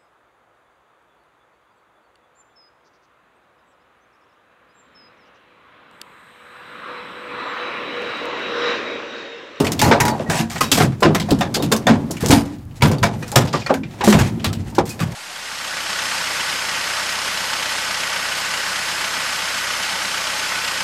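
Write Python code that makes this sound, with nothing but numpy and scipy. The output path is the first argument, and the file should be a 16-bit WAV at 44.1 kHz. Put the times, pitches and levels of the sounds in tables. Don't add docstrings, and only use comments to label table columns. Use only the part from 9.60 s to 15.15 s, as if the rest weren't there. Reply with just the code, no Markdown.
import sys
import numpy as np
from scipy import signal
from scipy.fft import rfft, irfft
from scipy.io import wavfile
from scipy.ndimage import uniform_filter1d, map_coordinates

SR = 44100
rng = np.random.default_rng(int(sys.argv[2]) if len(sys.argv) > 2 else 0)


def invert_db(level):
    return 10 ** (np.asarray(level, dtype=float) / 20)


def transcribe(signal):
    frames = np.atleast_2d(signal).T
    limited = np.clip(frames, -1, 1)
    pcm = np.round(limited * 32767).astype(np.int16)
    wavfile.write(sys.argv[1], SR, pcm)


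N = 244755

# frequency [Hz], density [dB per Hz].
BOOM_COLOUR = [(25, 2.5), (50, 7), (85, 11), (120, 16.5), (170, -42)]
# frequency [Hz], density [dB per Hz].
RUB_COLOUR = [(150, 8.5), (400, 14), (900, 8), (1500, -4), (2500, -44)]
# frequency [Hz], density [dB per Hz].
RASP_COLOUR = [(710, 7), (1200, -6), (1870, -1), (3250, -6.5), (7330, -11.5), (12700, -22.5), (15000, -28),
               (16000, -41)]


def unit(x):
    return x / np.sqrt(np.mean(x ** 2) + 1e-20)


def along(points, hz):
    f, v = np.transpose(points)
    f = np.r_[f[0] / 2, f, f[-1] * 2]
    v = np.r_[v[0] - 60, v, v[-1] - 60]
    return np.interp(np.log(hz + 1), np.log(f + 1), v)


def wobble(rate, size=N):
    knots = rng.standard_normal(int(size * rate / SR) + 4)
    return map_coordinates(knots, [np.arange(size) * rate / SR])


def uneven(f, depth_db):
    knots = rng.standard_normal(64)
    return invert_db(depth_db * map_coordinates(knots, [6.52 * np.log2(1 + f / 300)], mode="wrap"))


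def noise(response, size=N):
    spectrum = rfft(rng.standard_normal(size))
    return unit(irfft(spectrum * response(np.fft.rfftfreq(size, 1 / SR)), size))


def coloured(points):
    return lambda f: invert_db(along(points, f))


def resonance(f, hz, width_hz):
    return 1j * f * width_hz / (hz * hz - f * f + 1j * f * width_hz)


def deck(f):
    # frequency [Hz], width [Hz], level [dB].
    panels = [(73, 15, -1), (116, 45.4, 1.5), (159.5, 39, 3.5), (225, 40.4, 0), (280, 18, -1.5),
              (330, 43, -7.5)]
    return sum((-1) ** k * invert_db(db) * resonance(f, hz, width) for k, (hz, width, db) in enumerate(panels))


def fade(t, t60, rise):
    return (1 - np.exp(-t / rise)) * invert_db(-60 * t / t60)


def blank(size):
    return np.zeros(N + SR), np.arange(size) / SR


def add(track, s, sound):
    track[round(s * SR):][:len(sound)] += sound


def air():
    # frequency [Hz], density [dB per Hz].
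    hiss_colour = [(400, -10), (700, -9), (1300, -12), (4000, -28), (9500, -28), (15500, -27)]
    return invert_db(-54.5 + 1.6 * wobble(12)) * noise(coloured(hiss_colour))


def walls():
    # frequency [Hz], t60 [s].
    decay = [(100, 0.58), (400, 0.22), (2000, 0.056), (10000, 0.061)]
    hz, t, z = signal.stft(rng.standard_normal(SR // 2), SR, nperseg=256)
    t60 = np.interp(hz, *np.transpose(decay))[:, None]
    tail = signal.istft(z * invert_db(-60 * t / t60), SR, nperseg=256)[1]
    return np.pad(tail / np.linalg.norm(tail), (200, 0))


def restless():
    # time in seconds, weight rocking on the deck in dB, sliding in dB.
    unrest = [(0, -31, -27.5), (.29, -18.5, -38.5), (.5, -29, -54), (.74, -43, -24), (.94, -54, -53),
              (1.239, -14, -28), (1.37, -36.5, -53), (1.53, -26, -49), (2.54, -27.5, -52.5),
              (2.749, -35, -24), (3.02, -58, -64), (3.18, -44, -53), (3.39, -33, -50), (3.86, -41.5, -43),
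              (4.28, -50, -53), (4.59, -22.5, -22), (4.8, -28.5, -58), (5.55, -48, -37)]
    s, *levels = np.transpose(unrest)
    rumble_db, rub_db = (np.interp(np.arange(N) / SR, s, c) for c in levels)
    boom_db = -39 + 0.11 * (rumble_db - rumble_db.mean())
    rasp_db = -48 + 0.75 * (rub_db - rub_db.mean())
    boom = invert_db(boom_db + 2.5 * wobble(4.9)) * noise(coloured(BOOM_COLOUR))
    rumble = invert_db(rumble_db + 2.37 * wobble(13)) * noise(lambda f: deck(f) * f ** 2 / (f ** 2 + 130 ** 2))
    rub = invert_db(rub_db + 1.7 * wobble(30)) * noise(coloured(RUB_COLOUR))
    grain = invert_db(4.4 * wobble(35) + 1.9 * wobble(500))
    rasp = invert_db(rasp_db) * grain * noise(coloured(RASP_COLOUR))
    return boom + rumble + rub + rasp


def squeaks():
    # start in seconds, level in dB, pitch in Hz,
    # length in seconds.
    slips = [
        (0.662, -34, 1890, 0.18),
        (1.034, -33, 3820, 0.088),
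        (3.384, -26, 4600, 0.0068),
        (3.628, -30, 2468, 0.028),
        (4.019, -31, 2460, 0.016),
        (4.234, -28.5, 2386, 0.019),
        (4.853, -32, 3900, 0.029),
        (5.303, -35.5, 2490, 0.049),
    ]
    out = np.zeros(N + SR)
    for s, db, hz, length in slips:
        size = int(2.5 * length * SR)
        t = np.arange(size) / SR
        phase = 2 * np.pi * hz * np.cumsum(1 + 0.0099 * wobble(107, size)) / SR
        level = invert_db(db + 3.5 + 2.4 * wobble(136, size))
        add(out, s, level * np.sin(phase) * fade(t, 3 * length, 0.0014))
    return out[:N]


def drags(table):
    out, t = blank(16384)

    def patch(tilt_db):
        catches = invert_db(3.5 * wobble(45, len(t)) + 3.5 * wobble(800, len(t)))
        return catches * noise(lambda f: invert_db(along(RASP_COLOUR, f) + tilt_db * np.log2(1 + f / 2000))
                               * uneven(f, depth_db=2.6), len(t))

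    for s, length, start_db, end_db, tilt_db in table:
        level_db = np.interp(t, [0, length], [start_db, end_db])
        level_db = level_db - 700 * np.maximum(t - length, 0)
        rasp = unit(patch(tilt_db) + patch(tilt_db))
        add(out, s, invert_db(level_db) * (1 - np.exp(-t / 0.0033)) * rasp)
    return out[:N]


def pole():
    # start in seconds, level in dB, seconds until a hand stills it.
    blows = [
        (.215, -20.5, 0.11),
        (0.244, -27, 0.036),
        (0.311, -32, 0.079),
        (.403, -17.5, 0.051),
        (0.454, -21, 0.086),
        (0.481, -29, 0.07),
        (.72, -45, 0.071),
        (.77, -26.5, 0.058),
    ]
    # frequency in Hz, level in dB, t60 in seconds.
    tube = [(856, 0, .45), (965, -2, .3), (1890, -11, .45), (3900, -18, .45)]
    out, t = blank(16384)
    for s, db, free in blows:
        stilled = invert_db(-900 * np.maximum(t - free, 0))
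        for hz, level_db, t60 in tube:
            shake_db = rng.normal(0, 1) + 5.0 * wobble(76, len(t))
            note = np.sin(2 * np.pi * hz * t) * fade(t, t60, 0.0019)
            add(out, s, invert_db(db + level_db + shake_db) * stilled * note)
    return out[:N]


def rings():
    # (frequency in Hz, level in dB, t60 in s).
    patches = [(1.009, -9, [(1085, 3.5, 0.055), (2000, -8.5, 0.066)]), (1.118, -13, [(2630, -2, 0.095),
               (6100, -4, 0.06)]), (1.426, -11, [(616, -6, 0.44), (852, 1, 0.098)]),
               (1.81, -15.5, [(685, -1.5, 0.41), (984, -3, 0.1), (1280, -8, 5.0), (1830, -2, 0.054)]),
               (1.943, -14, [(4370, -7, 0.13), (6280, -7, 0.044), (6977, -8, 0.042)]),
               (2.118, -13.5, [(1060, -1, 0.17), (1550, -5, 0.072), (3590, -6, 0.11), (6600, -9, 0.08)]),
               (2.269, -12, [(1840, -2.5, 0.15), (3530, -3, 0.084), (6410, 2.5, 0.019)]),
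               (3.223, -15.5, [(856, 0, 0.13), (2270, 11, 0.025)]), (3.431, -16.5, [(973, 0, 5.0),
               (1270, -6, 5.0), (2290, 0, 0.21)]), (3.759, -19, [(1500, -7, 0.38), (3910, 2, 0.2),
               (5000, -9, 0.5), (5870, -1, 0.19)]), (4.063, -21.5, [(1860, -3, 0.77), (2406, -1, 0.092),
               (4355, 1, 0.04)]), (4.845, -19, [(1170, 0.5, 0.089), (4000, -4, 0.07)]),
               (5.184, -19, [(797, 6, 0.25), (2310, -5, 0.082)])]
    # start in seconds, level in dB, frequency in Hz, t60 in seconds.
    lone_notes = [(.195, -32, 3000, 0.055), (.195, -19, 2200, 0.044), (0.25, -28, 4300, .05),
                  (.33, -10.5, 565, 0.15), (.35, -7, 700, 0.082), (.404, -21, 1830, 0.1),
                  (.405, -25, 2600, .06), (0.47, -32, 2500, 0.11), (0.734, -27, 950, 0.37),
                  (.79, -17, 228, 0.35), (.8, -17.5, 330, 0.17), (.78, -21, 710, 0.2),
                  (.79, -25.5, 2710, .1), (1.012, -16, 2900, 0.048), (1.01, -8, 1240, 0.057),
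                  (1.74, -12, 190, 0.25), (4.478, -8.5, 360, 0.18), (4.545, -18, 390, 0.12),
                  (1.46, -6.5, 320, 0.18), (2.76, -12.5, 280, 0.36), (.222, -16.5, 840, .15),
                  (1.425, -9.5, 1030, 0.11), (5.185, -23, 890, 0.065), (2, -27, 3710, 0.052),
                  (2.285, -11.5, 560, 0.12), (3.43, -10, 178, 0.11), (3.535, -31, 850, .15),
                  (3.625, -26, 483, 0.1), (3.721, -30, 480, 0.11), (.045, -23, 1950, 0.091),
                  (.49, -32, 4500, 0.18), (0.55, -20, 790, 0.14), (2.699, 1.5, 266, 0.053),
                  (4.473, 0, 207, 0.28), (1.49, -15, 420, .12), (1.226, -13, 680, .07),
                  (4.5, -28, 1900, 0.026), (4.179, -15, 256, 0.11), (4.41, -21, 2020, 0.053),
                  (4.43, -15, 820, .1), (4.899, -36, 1300, .15), (5.23, -29, 470, 0.24),
                  (5.411, -18.5, 1150, 0.054), (5.41, -26, 2530, .07)]
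    longest = 0.12
    flutter = wobble(140)
    out, t = blank(16384)
    struck = []
    for s, db, modes in patches:
        struck += [(s, db + level_db, hz, min(t60, longest)) for hz, level_db, t60 in modes]
    for s, db, hz, t60 in struck + lone_notes:
        touch, sway = (flutter[k:][:len(t)] for k in rng.integers(0, N - len(t), size=2))
        shaken = min(hz / 2500, 1)
        note = np.sin(2 * np.pi * hz * t + 0.68 * shaken * sway)
        add(out, s, invert_db(db + 4.6 * shaken * touch) * note * fade(t, t60, 0.00074 + 1.25 / hz))
    return out[:N]


def knocks():
    # time in seconds, peak in dB, pitch in Hz.
    free_knocks = [(.003, -9, 409), (0.253, -10, 832), (.312, -5, 904), (0.401, -13.5, 926),
                   (.469, -24, 846), (.492, -17.5, 784), (.526, -19, 870), (.698, -21, 665),
                   (0.721, -22, 794), (1.424, -5.5, 487), (1.549, -19, 344), (1.687, -18.5, 710),
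                   (1.81, -15.5, 744), (2.117, -13, 445), (2.27, -5.5, 728), (2.636, -16, 468),
                   (2.699, -10.5, 358), (2.722, -12, 907), (3.222, -13, 954), (3.301, -13, 381),
                   (3.441, -12.5, 676), (3.726, -21.5, 826), (3.757, -14.5, 756), (3.95, -28, 535),
                   (4.408, -18, 977), (4.845, -21, 623), (5.125, -33.5, 905), (3.76, -8, 537)]
    # time in seconds, peak in dB, pitch in Hz.
    damped_raps = [(.22, -13.5, 960), (.452, -9.5, 790), (.601, -12, 520), (0.958, -26, 810),
                   (1.009, -22, 1080), (1.009, -11.5, 1250), (1.179, -6.5, 683), (1.209, -4, 723),
                   (1.506, -12.5, 546), (1.719, -6.5, 389), (1.969, -10, 400), (2.001, -13, 477),
                   (2.035, -15.5, 443), (2.503, -16, 356), (3.941, -6.5, 1157), (4.097, -9.5, 1220),
                   (4.105, 0.5, 600), (4.438, -9.5, 820), (4.477, 0, 408), (4.54, -7, 554),
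                   (5.1838, -4.5, 360), (5.184, -5, 986), (5.19, -12.5, 554)]
    out, t = blank(16384)
    hits = [(*row, 0.4) for row in free_knocks] + [(*row, 0.13) for row in damped_raps]
    for s, db, hz, t60 in hits:
        body = noise(lambda f: resonance(f, hz, 0.96 * hz) ** 2 + 0.72 * invert_db(along(RUB_COLOUR, f)), len(t))
        blow = 1.7 * np.sin(2 * np.pi * hz * t) * fade(t, 0.36 * t60, 0.0008)
        add(out, s - 0.002, invert_db(db - 7.0) * (blow + body * fade(t, t60, 0.00079)))
    return out[:N]


def thumps():
    # time in seconds, peak in dB, pitch in Hz.
    falls = [(.005, -3, 297), (0.235, -3, 114), (0.606, -13.5, 231), (0.692, -6.5, 148), (0.799, -12, 163),
             (1.022, -16, 261), (1.121, -7.5, 290), (1.616, -14, 173), (1.716, -1.5, 287),
             (2.123, -10, 206), (2.273, -8.5, 223), (2.629, -5.5, 205), (2.701, -0.5, 136),
             (2.727, -20, 72.7), (2.727, 3.5, 280), (3.422, -5, 128), (3.765, -1, 130),
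             (3.829, -5.5, 180.5), (3.94, -10.5, 163), (4.247, -18, 197), (4.546, 1.5, 165),
             (4.608, -4, 98), (4.77, -21, 330), (5.187, -11, 222), (5.284, -18.5, 153), (5.412, -4, 147.5),
             (3.206, -12, 150), (1.782, -14, 101)]
    # time in seconds, peak in dB, pitch in Hz.
    slow_rolls = [(0.153, -28, 149), (.41, -10, 112), (.944, -16.5, 150), (1.197, -11, 198),
                  (1.25, -11, 127.4), (1.448, -5.5, 348), (1.446, -6, 223), (1.491, -7, 170),
                  (2.026, -12, 296.4), (2.296, -4, 249.4), (2.91, -19.5, 274), (3.061, -23, 90.5),
                  (3.229, 1, 145.2), (3.539, -16, 116), (4.135, -16, 260), (4.44, -10.5, 225),
                  (4.215, -21.5, 303), (4.85, -19, 243), (4.72, -16, 120), (4.87, -11.5, 83.8),
                  (4.97, -14.5, 99.4), (5.059, -23, 63), (5.19, -25, 60), (4.491, -18, 200)]
    out, t = blank(24576)
    for s, db, hz, t60 in [(*row, 0.26) for row in falls] + [(*row, 0.51) for row in slow_rolls]:
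        drift = np.cumsum(1 + 0.061 * wobble(22.5, len(t))) / SR
        ring = np.sin(2 * np.pi * hz * drift) * fade(t, 0.41 * t60, 0.0058)
        shudder = noise(lambda f: deck(f) * resonance(f, hz, 1.29 * hz), len(t)) * fade(t, t60, 0.0093)
        heave = invert_db(-17.5) * noise(coloured(BOOM_COLOUR), len(t)) * fade(t, 0.24, 0.013)
        add(out, s - 0.004, invert_db(db - 1.5) * (ring + 0.46 * shudder + heave))
    return out[:N]


def snaps():
    # time in seconds, peak in dB, strongest pitch in Hz.
    films = [(0.1197, -10, 5910), (0.179, -24, 7810), (0.193, -7, 3500), (0.2158, 2, 6070),
             (0.3197, -12, 4150), (0.4022, -1, 2400), (0.4529, -5, 5660), (0.4803, -14, 4440),
             (0.6993, -13, 4400), (1.0087, -8, 3070), (1.1164, -13, 4970), (1.4235, -8, 900),
             (1.5524, -8, 5450), (1.5998, -14, 3880), (1.707, -9, 4720), (1.7164, -2, 444),
             (1.811, -7, 5470), (1.942, -9, 4880), (2.025, -11, 3660), (2.123, 8, 4010), (2.165, -3, 5760),
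             (2.2697, -14, 3500), (2.5087, -11, 6850), (2.6613, 2, 7060), (2.6843, -11, 4470),
             (2.714, -2, 4730), (3.2206, -10, 3750), (3.2226, 1, 3190), (3.0532, -32, 9500),
             (3.4294, -5, 3320), (3.686, -28, 5080), (3.718, -6, 8950), (3.7574, -8, 4020),
             (3.8791, -22, 4220), (3.9305, -21, 4250), (3.112, -34, 3000), (4.141, -7, 3370),
             (4.4103, -17, 4430), (4.4458, -8, 3040), (4.4774, -4, 1500), (4.8444, -10, 4000),
             (5.1845, -11, 5330), (5.2545, -27, 6310)]
    out, t = blank(512)
    spits = rng.standard_normal((len(films), len(t)))
    for (s, db, hz), spit in zip(films, spits):
        click = np.sin(2 * np.pi * hz * t) * invert_db(-60 * t * hz / 6)
        add(out, s, invert_db(db - 1) * (click + 0.3 * spit * invert_db(-60 * t / 0.0028)))
    return out[:N]


def slaps():
    # time in seconds, peak in dB, spray above 5 kHz in dB, t60 in seconds.
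    flank_slaps = [(0.2159, -3.5, -9, 0.3), (0.3187, 1, -37, 0.18), (0.4533, -10.5, -9, 0.2),
                   (0.6982, -8, -12, 0.43), (0.915, -24, -6, .6), (0.9595, -14, -36, 0.21),
                   (1.0086, -4, -8, 0.22), (1.1743, -7.5, -16, 0.19), (1.2014, 1, -17, 0.12),
                   (1.4288, 0, -20, 0.18), (1.455, -6, -27, 0.17), (2.292, -3.5, -25, 0.16),
                   (2.1237, -2.5, -6, 0.1), (2.2688, -1.5, -17.5, 0.23), (2.607, -24.5, -3, 0.64),
                   (2.7069, -1.5, -10, 0.16), (3.2227, -3, -14.5, 0.29), (3.4302, -1.5, -15, 0.18),
                   (3.7584, 4, -11, 0.18), (3.9373, -15, -20, 0.12), (4.4098, -8, -35, 0.15),
                   (4.476, -11, -8.5, 0.44), (5.1854, -5, -18.5, 0.1), (5.2553, -28, -4.5, 0.62),
                   (5.4024, -12, -13, 0.24)]
    # time in seconds, peak in dB, spray above 5 kHz in dB.
    flank_pats = [(0.4037, -2, -8), (0.4805, -8.5, -9.5), (0.5944, -21, -26), (1.232, -16, -13),
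                  (1.322, -25, -21), (1.405, -28.5, -2), (1.548, -4, -14), (1.688, -21, -15),
                  (1.789, -22, -7), (1.8096, -2.5, -19.5), (3.315, -17, -7), (3.626, -17.5, -15),
                  (3.679, -26, -2), (3.717, -24.5, -0.5), (4.063, -10.5, -19), (4.0958, -11.5, -24),
                  (4.1398, -12, -13.5), (4.5263, 1, -17), (4.59, -4.5, -13), (5.393, -15, -16)]
    # time in seconds, peak in dB, spray in dB, strongest pitch in Hz.
    fin_flicks = [(0.0463, -12.5, -11, 2020), (.002, -13.5, -6.5, 2980), (1.599, -9.5, -14, 3850),
                  (1.707, -10, -10.5, 4520), (1.944, -5, -9, 4700), (2.025, -13, -6.5, 3600),
                  (2.165, -23.5, 2, 5760), (2.51, -30.5, 10.5, 7100), (2.5682, -21, -12, 2540),
                  (2.661, -24, 3.5, 6900), (2.685, -16.5, 2, 4470), (3.8742, -15, -17, 4500),
                  (4.0197, -26, -25, 2400), (4.2342, -22.5, -31, 2370), (4.797, -24.5, -20, 2880),
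                  (4.8438, -4.5, -12.5, 3400), (4.9296, -19.5, -8, 3200), (5.15, -23.5, -8, 6700),
                  (5.2927, -24, 2, 6900), (5.312, -29, 0, 2490)]
    # time in seconds, peak in dB, spray in dB, strongest pitch in Hz.
    mesh_drips = [(0.0674, -6, -13.5, 2540), (0.1195, -12, -3, 5950), (.193, -5, -7.5, 3230),
                  (3.3838, -25, -9.5, 4450), (2.859, -35, -4, 7000), (2.984, -40, -11, 3974),
                  (3.112, -40, -25, 2600), (3.21, -19, -18, 2000), (4.31, -30, -17, 3000),
                  (5.1, -42, 4.5, 7000), (5.52, -25.5, -10, 2100)]
    # time in s, peak in dB, spray in dB, t60 in s, pitch in Hz.
    first_contacts = [
        (0.313, 2, -36, 0.15, 1310),
        (1.4257, -6.5, -36, 0.11, 1300),
        (2.117, -7.5, -10.5, 0.21, 1410),
        (2.714, -2, 2, 0.02, 7500),
        (3.929, -13.5, -17, 0.38, 5350),
        (1.1167, -2, -5.5, 0.24, 3640),
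    ]
    # frequency in Hz, density in dB per Hz.
    smack_colour = [(300, 10.5), (800, 5.5), (1500, -1.5), (3000, -3.5), (5000, -9.5), (8000, -19.5)]
    # frequency in Hz, density in dB per Hz.
    spray_colour = [(2500, -18), (4500, 0.5), (7000, 0.5), (10000, -5.5), (14000, -8), (16000, -18)]
    flank_hz, short_t60, drip_t60 = 1580, 0.14, 0.091
    contacts = [(*row, flank_hz) for row in flank_slaps]
    contacts += [(*row, short_t60, flank_hz) for row in flank_pats]
    contacts += [(s, db, spray_db, short_t60, hz) for s, db, spray_db, hz in fin_flicks]
    contacts += [(s, db, spray_db, drip_t60, hz) for s, db, spray_db, hz in mesh_drips]
    out, t = blank(16384)
    for s, db, spray_db, t60, hz in contacts + first_contacts:
        dull_db = 1.1 * min(spray_db + 12.5, 0)

        def smack_response(f):
            peak = 1 + 2.2 * abs(resonance(f, hz, 0.4 * hz))
            thin = (f / (f + 0.1 * hz)) ** 2
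            return invert_db(along(smack_colour, f)) * peak * thin * uneven(f, depth_db=1.8)

        def spray_response(f):
            return invert_db(along(spray_colour, f) + dull_db * np.log2(1 + f / 4000)) * uneven(f, depth_db=1.8)

        smack = invert_db(-11.5) * noise(smack_response, len(t))
        spray = invert_db(spray_db - 5.5 - 12 * t / t60) * noise(spray_response, len(t))
        spray = spray * (1 + 0.51 * invert_db(-60 * t / 0.0089))
        broken = 1 - np.exp(-t / 0.031)
        lumps_db = 2 * broken * wobble(50.4, len(t))
        lumps_db = lumps_db + 1.23 * wobble(201.0, len(t)) + 1.44 * wobble(909, len(t))
        crack = 1 + 0.48 * invert_db(-60 * t / 0.015)
        add(out, s - 0.001, invert_db(db + lumps_db) * crack * (smack + spray) * fade(t, t60, 0.0013))
    return out[:N]


def scene():
    # start in seconds, length in seconds, start in dB, end in dB, tilt in dB per octave.
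    body_drags = [
        (0.699, 0.077, -25, -26, 2.5),
        (0.897, 0.087, -30.5, -33.5, 3),
        (1.119, 0.11, -25, -24.5, 6),
        (2.598, 0.065, -38, -29, -2),
        (2.716, 0.1, -14, -31.5, 3),
        (3.936, 0.039, -26, -26, -6),
        (4.438, 0.1, -17, -31.5, 5),
        (4.53, 0.087, -26, -24.5, -1),
        (4.639, 0.063, -27.5, -38, -1.5),
    ]
    brief_brushes = [
        (2.72, 0.018, -12, -22, -4),
        (3.155, .04, -48, -52, 5),
        (3.268, .02, -30, -36, 12),
        (3.56, 0.064, -55, -51, 12),
        (4.996, 0.034, -39.5, -52, 2),
        (5.068, 0.026, -51, -48, 4),
        (.774, 0.042, -20.5, -26, 3),
    ]
    blows = slaps() + knocks() + thumps() + pole() + squeaks() + rings()
    blows = blows + drags(body_drags) + drags(brief_brushes)
    echo = invert_db(-15.0) * signal.fftconvolve(blows, walls())[:N]
    return (blows + echo + restless() + air() + snaps())[None]


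def thin_treble(x, under_db, from_hz):
    top_hz = 15900
    hz, _, z = signal.stft(x, SR, nperseg=1024)
    power = abs(z) ** 2
    patch = uniform_filter1d(power, size=7, axis=0)
    luck = uniform_filter1d(rng.standard_normal(z.shape), size=9, axis=0)
    luck_db = 10 * unit(uniform_filter1d(luck, size=4, axis=1))
    slope_db = 45 * np.log2(hz / top_hz + 1e-9)[:, None]
    bar = power.sum(0) * invert_db(luck_db + 2 * under_db + slope_db)
    keep = (patch > bar) | (hz < from_hz)[:, None]
    lid = invert_db(-28 * (hz > top_hz))[:, None]
    return signal.istft(z * keep * lid, SR, nperseg=1024)[1][:N]


def band_limit(x):
    return signal.sosfilt(signal.butter(12, 16500, fs=SR, output="sos"), x)


def record(dry):
    held = 0.97 * dry / (1 + abs(dry) ** 8) ** (1 / 8)
    thinned = thin_treble(held[0], under_db=-57, from_hz=9500)
    return band_limit(thinned[None])


dry = scene()
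out = record(dry)
transcribe(out)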